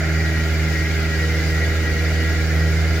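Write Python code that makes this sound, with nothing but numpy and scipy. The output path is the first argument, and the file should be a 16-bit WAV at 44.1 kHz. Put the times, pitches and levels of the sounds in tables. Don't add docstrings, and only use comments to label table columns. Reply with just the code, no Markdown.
import sys
import numpy as np
from scipy import signal
from scipy.io import wavfile

SR = 44100
rng = np.random.default_rng(int(sys.argv[2]) if len(sys.argv) > 2 else 0)


def digitize_waveform(pressure):
    field = np.atleast_2d(pressure).T
    bounded = np.clip(field, -1, 1)
    quanta = np.round(bounded * 32767).astype(np.int16)
    wavfile.write(sys.argv[1], SR, quanta)


N = 132300


def from_db(db):
    return 10 ** (np.asarray(db) / 20)


def unit_level(sound):
    return sound / np.sqrt(np.mean(sound ** 2) + 1e-20)


def over_time(table):
    return np.interp(np.arange(N) / SR, *np.transpose(table))


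def at_pitch(table, hz):
    pitches, values = np.transpose(table)
    return np.interp(np.log(hz), np.log(pitches), values)


def pan(db):
    return from_db(np.array([[.5], [-.5]]) * db)


def drift(rate_hz):
    keep = np.exp(-80 * np.pi * rate_hz / SR)
    steps = rng.standard_normal(N // 40 + 2002)
    slow = signal.lfilter([1], [1, -2 * keep, keep * keep], steps)[2000:]
    return np.interp(np.arange(N) / 40, np.arange(len(slow)), unit_level(slow - slow.mean()))


# pitch_hz, likeness
LEFT_RIGHT_LIKENESS = [(30, .94), (200, .96), (400, .95), (560, .8), (790, .68), (1140, .6), (1450, .8),
                       (1700, .6), (2100, .76), (2500, .5), (3200, -.25), (3700, .05), (4200, -.2),
                       (5400, .15), (7000, 0), (16000, 0)]


def stereo(pair, hz):
    alike = at_pitch(LEFT_RIGHT_LIKENESS, hz)
    return np.sqrt(1 + alike) * pair[0] + np.sqrt(1 - alike) * pair[1] * np.array([[1], [-1]])


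# pitch_hz, left_minus_right_db
NOISE_BALANCE = [(60, -5), (160, -1), (270, -1.5), (740, 0), (1220, -9), (2010, 6), (3330, -0.5),
                 (5500, 4.5), (9080, -1.3), (15000, -3)]


def banded_noise(spectrum, flicker_db):
    edges_hz = np.r_[np.geomspace(20, 800, 13)[:-1], np.geomspace(800, 17000, 29)]
    out, hiss = 0, rng.standard_normal((2, 2, N))
    for k, (low, high) in enumerate(zip(edges_hz, edges_hz[1:])):
        band = signal.sosfilt(signal.butter(2, [low, high], "band", fs=SR, output="sos"), hiss[k % 2])
        hz = np.sqrt(low * high)
        if hz < spectrum[-1][0] * 1.1:
            gain = from_db(at_pitch(spectrum, hz) + flicker_db * drift(31))
            out = out + gain * stereo(band, hz) * pan(at_pitch(NOISE_BALANCE, hz))
    return unit_level(out)


# peak_s, level_db
SPLASHES = [(1.47, -39.5), (2.35, -48)]


def splashes():
    pitch_hz, width_hz, swell_s = 4820, 470, 0.051
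    t = np.arange(N) / SR
    band = signal.iirpeak(pitch_hz, pitch_hz / width_hz, fs=SR)
    spray = unit_level(signal.lfilter(*band, rng.standard_normal((2, N))))
    return spray * sum(from_db(db) * np.exp(-((t - peak_s) / swell_s) ** 2) for peak_s, db in SPLASHES)


# pitch_hz, relative_level_db
WAKE_SPECTRUM = [(500, -15), (1090, -4.5), (1300, 2.5), (2400, 2.5), (2650, 4), (3050, -6), (3450, 0),
                 (4200, 0), (4800, .5), (5600, -2.5), (6900, -3.5), (7500, -10), (8400, -12), (9900, -16.5),
                 (11500, -12.5), (16000, -13.5)]
# time_s, gain_db
WAKE_SURGE = [(0, -1.2), (.4, 0.5), (.7, 1.3), (1.0, 0.6), (1.45, 1.6), (1.8, 0.6), (3, 0.7)]


def wake():
    bubbles_per_s, ring_cycles = 650, 500
    rush = from_db(-35) * banded_noise(WAKE_SPECTRUM, flicker_db=1.5)
    fizz, pitches_hz = 0, np.geomspace(2800, 7000, num=36)
    strengths = from_db(4 * np.minimum(rng.exponential(1, (2, N)), 5))
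    for hz in pitches_hz:
        born = rng.random((2, N)) < bubbles_per_s / len(pitches_hz) / SR
        decay = from_db(-60 * hz / (ring_cycles * SR))
        ringing = [1, -2 * decay * np.cos(2 * np.pi * hz / SR), decay * decay]
        bubbles = signal.lfilter([1, 0, -1], ringing, born * strengths + 1e-18)
        fizz = fizz + from_db(at_pitch(WAKE_SPECTRUM, hz)) * bubbles
    fizz = signal.sosfilt(signal.butter(4, 7060, "lowpass", fs=SR, output="sos"), fizz)
    surge = from_db(over_time(WAKE_SURGE) + 0.2 * drift(rate_hz=18))
    return (rush + from_db(-43) * unit_level(fizz)) * surge


# time_s, level_db
RING_LEVEL = [(0, -46), (.2, -46), (.5, -39), (.75, -33.5), (1.0, -33.5), (1.2, -39), (1.45, -34.5),
              (1.6, -38), (2.1, -43), (2.5, -53), (2.75, -35.5), (3, -43)]


def metallic_ring():
    pitch_hz = 2105 + 46.7 * drift(rate_hz=6.97)
    roughness = 1 + 0.75 * drift(rate_hz=30)
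    tone = np.sin(2 * np.pi * np.cumsum(pitch_hz) / SR + np.array([[.4], [-.4]]))
    return from_db(over_time(RING_LEVEL)) * unit_level(roughness * tone)


# time_s, relative_level_db
WHINE_LEVEL = [(0, -44), (.1, -43), (.17, -32.5), (.25, -35), (.33, -29.5), (.43, -31), (.55, -46),
               (.67, -44), (.76, -31), (.88, -35), (1.0, -44), (1.1, -31), (1.23, -29), (1.44, -44),
               (1.48, -43), (1.54, -29), (1.65, -31), (1.75, -41), (1.85, -31.5), (1.97, -30.5),
               (2.07, -40), (2.2, -32), (2.36, -33), (2.46, -46), (2.58, -35), (2.68, -29.5), (2.79, -47),
               (3.0, -44)]


def gear_whine(firings):
    teeth_per_firing = 24
    phase = 2 * np.pi * teeth_per_firing * firings + 0.2 * drift(rate_hz=40)
    tone = np.sqrt(2) * np.sin(phase + np.array([[.3], [-.3]]))
    roughness = 1 + 0.23 * drift(rate_hz=46)
    return from_db(over_time(WHINE_LEVEL) - 0.1) * roughness * tone * pan(db=1.5)


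# pitch_hz, width_hz, relative_level_db, left_minus_right_db
COVER_NOTES = [(656, 115, -42.5, -1), (1413, 183, -38, -0.5), (1535, 55, -46, -11), (1644, 83, -38, 2),
               (1781, 110, -43.5, -14), (1925, 77, -40.5, 6.5), (2014, 133, -36.5, -0.5),
               (2144, 105, -42, -11), (2335, 167, -40, 5.5), (2900, 220, -44.5, 0), (3102, 93, -50.5, 1),
               (4730, 700, -45, -3.5), (6800, 450, -49, -2)]
# time_s, gain_db
RATTLE_SWELL = [(0, 1.5), (.3, -0.5), (.85, -2), (1.1, -1.5), (1.45, -2), (1.8, -.7), (2.35, -1),
                (2.5, -1.5), (2.65, -3), (3, -1.5)]


def cover_rattle(firings):
    force = 1 + 0.024 * np.cos(2 * np.pi * firings) + 0.18 * np.cos(2 * np.pi * firings / 4)
    out = 0
    for hz, width_hz, db, pan_db in COVER_NOTES:
        taps = force * rng.standard_normal((2, N))
        note = signal.iirpeak(hz, hz / width_hz, fs=SR)
        ringing = signal.lfilter(*note, signal.lfilter(*note, taps))
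        gain = from_db(db - 0.5 + 1.86 * drift(rate_hz=8.2))
        out = out + gain * unit_level(stereo(ringing, hz)) * pan(pan_db)
    return out * from_db(over_time(RATTLE_SWELL))


# pitch_hz, relative_level_db
EXHAUST_SPECTRUM = [(20, -24), (40, -0.5), (65, 5), (110, 0.5), (180, -7), (300, -1.5), (430, -6),
                    (520, -8), (660, -8), (850, -14), (1050, -27.5), (1600, -18)]


def exhaust(firings):
    puffs = 1 + 0.17 * np.cos(2 * np.pi * firings)
    return from_db(-31) * unit_level(puffs * banded_noise(EXHAUST_SPECTRUM, flicker_db=0.94))


# time_s, relative_level_db
MAIN_NOTE_LEVEL = [(0, -22), (.23, -20), (.4, -21), (.52, -19.7), (.95, -21), (1.12, -23), (1.25, -20),
                   (1.4, -20.8), (1.62, -19.3), (1.87, -21), (2.2, -19.3), (2.45, -19.7), (2.62, -17.7),
                   (3, -19.5)]
# time_s, relative_level_db
OCTAVE_LEVEL = [(0, -27.5), (.12, -24.5), (.53, -29), (.66, -23.5), (.77, -28), (1.18, -28), (1.32, -27),
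                (1.58, -27.5), (1.68, -32.5), (2.15, -28), (2.35, -30.5), (2.62, -24), (3, -29.5)]
WEAK_NOTE_MULTIPLES = np.array([.75, 1.5, 1.75, 3, 4, 5, 6, 6.5, 7, 8, 17, 17.5, 18, 20.5, 27])
WEAK_NOTE_LEVELS = [-46, -48, -41.5, -42.5, -36.5, -37.5, -39, -54, -46, -57, -56.5, -43, -51, -46, -46.5]
# time_s, gain_db
SIXTH_NOTE_RISE = [(0, -32), (1.0, -18), (1.25, .5), (2.3, 0.5), (3, 0)]


def drone(firings, rate_hz):
    octave_lag_s, left_lag_rad = 0.00068, 0.31
    main_note = np.cos(2 * np.pi * firings + left_lag_rad * np.array([[-.5], [.5]]))
    octave = np.cos(2 * np.pi * 2 * (firings - octave_lag_s * rate_hz))
    out = from_db(over_time(MAIN_NOTE_LEVEL) + 0.1) * main_note * pan(db=-1.9)
    out += from_db(over_time(OCTAVE_LEVEL) - 0.2) * octave * pan(db=-1)
    for multiple, db in zip(WEAK_NOTE_MULTIPLES, WEAK_NOTE_LEVELS):
        level_db = db + 0.96 * drift(rate_hz=2.5)
        if multiple == 6:
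            level_db += over_time(SIXTH_NOTE_RISE)
        note = np.cos(2 * np.pi * (multiple * firings + rng.random()))
        out += from_db(level_db) * note * pan(db=-3)
    return -np.sqrt(2) * out


# time_s, rate_hz
FIRING_RATE = [(0, 79.95), (.33, 79.85), (.45, 79.6), (.55, 79.05), (.67, 80.25), (.8, 79.55),
               (1.08, 80.15), (1.2, 79.8), (1.3, 80.2), (1.46, 79.4), (1.62, 80.35), (1.8, 80.05),
               (2.03, 79.9), (2.26, 80.45), (2.54, 79.7), (2.66, 79.8), (2.77, 80.4), (3, 80.55)]


def scene():
    rate_hz = over_time(FIRING_RATE)
    firings = np.cumsum(rate_hz) / SR + 0.0023 * drift(rate_hz=22)
    motor = drone(firings, rate_hz) + exhaust(firings) + cover_rattle(firings) + gear_whine(firings)
    return motor + metallic_ring() + wake() + splashes()


def record(dry):
    cutoff_hz = 15800
    return signal.sosfilt(signal.ellip(12, .1, 90, cutoff_hz, fs=SR, output="sos"), dry)


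dry = scene()
out = record(dry)
digitize_waveform(out)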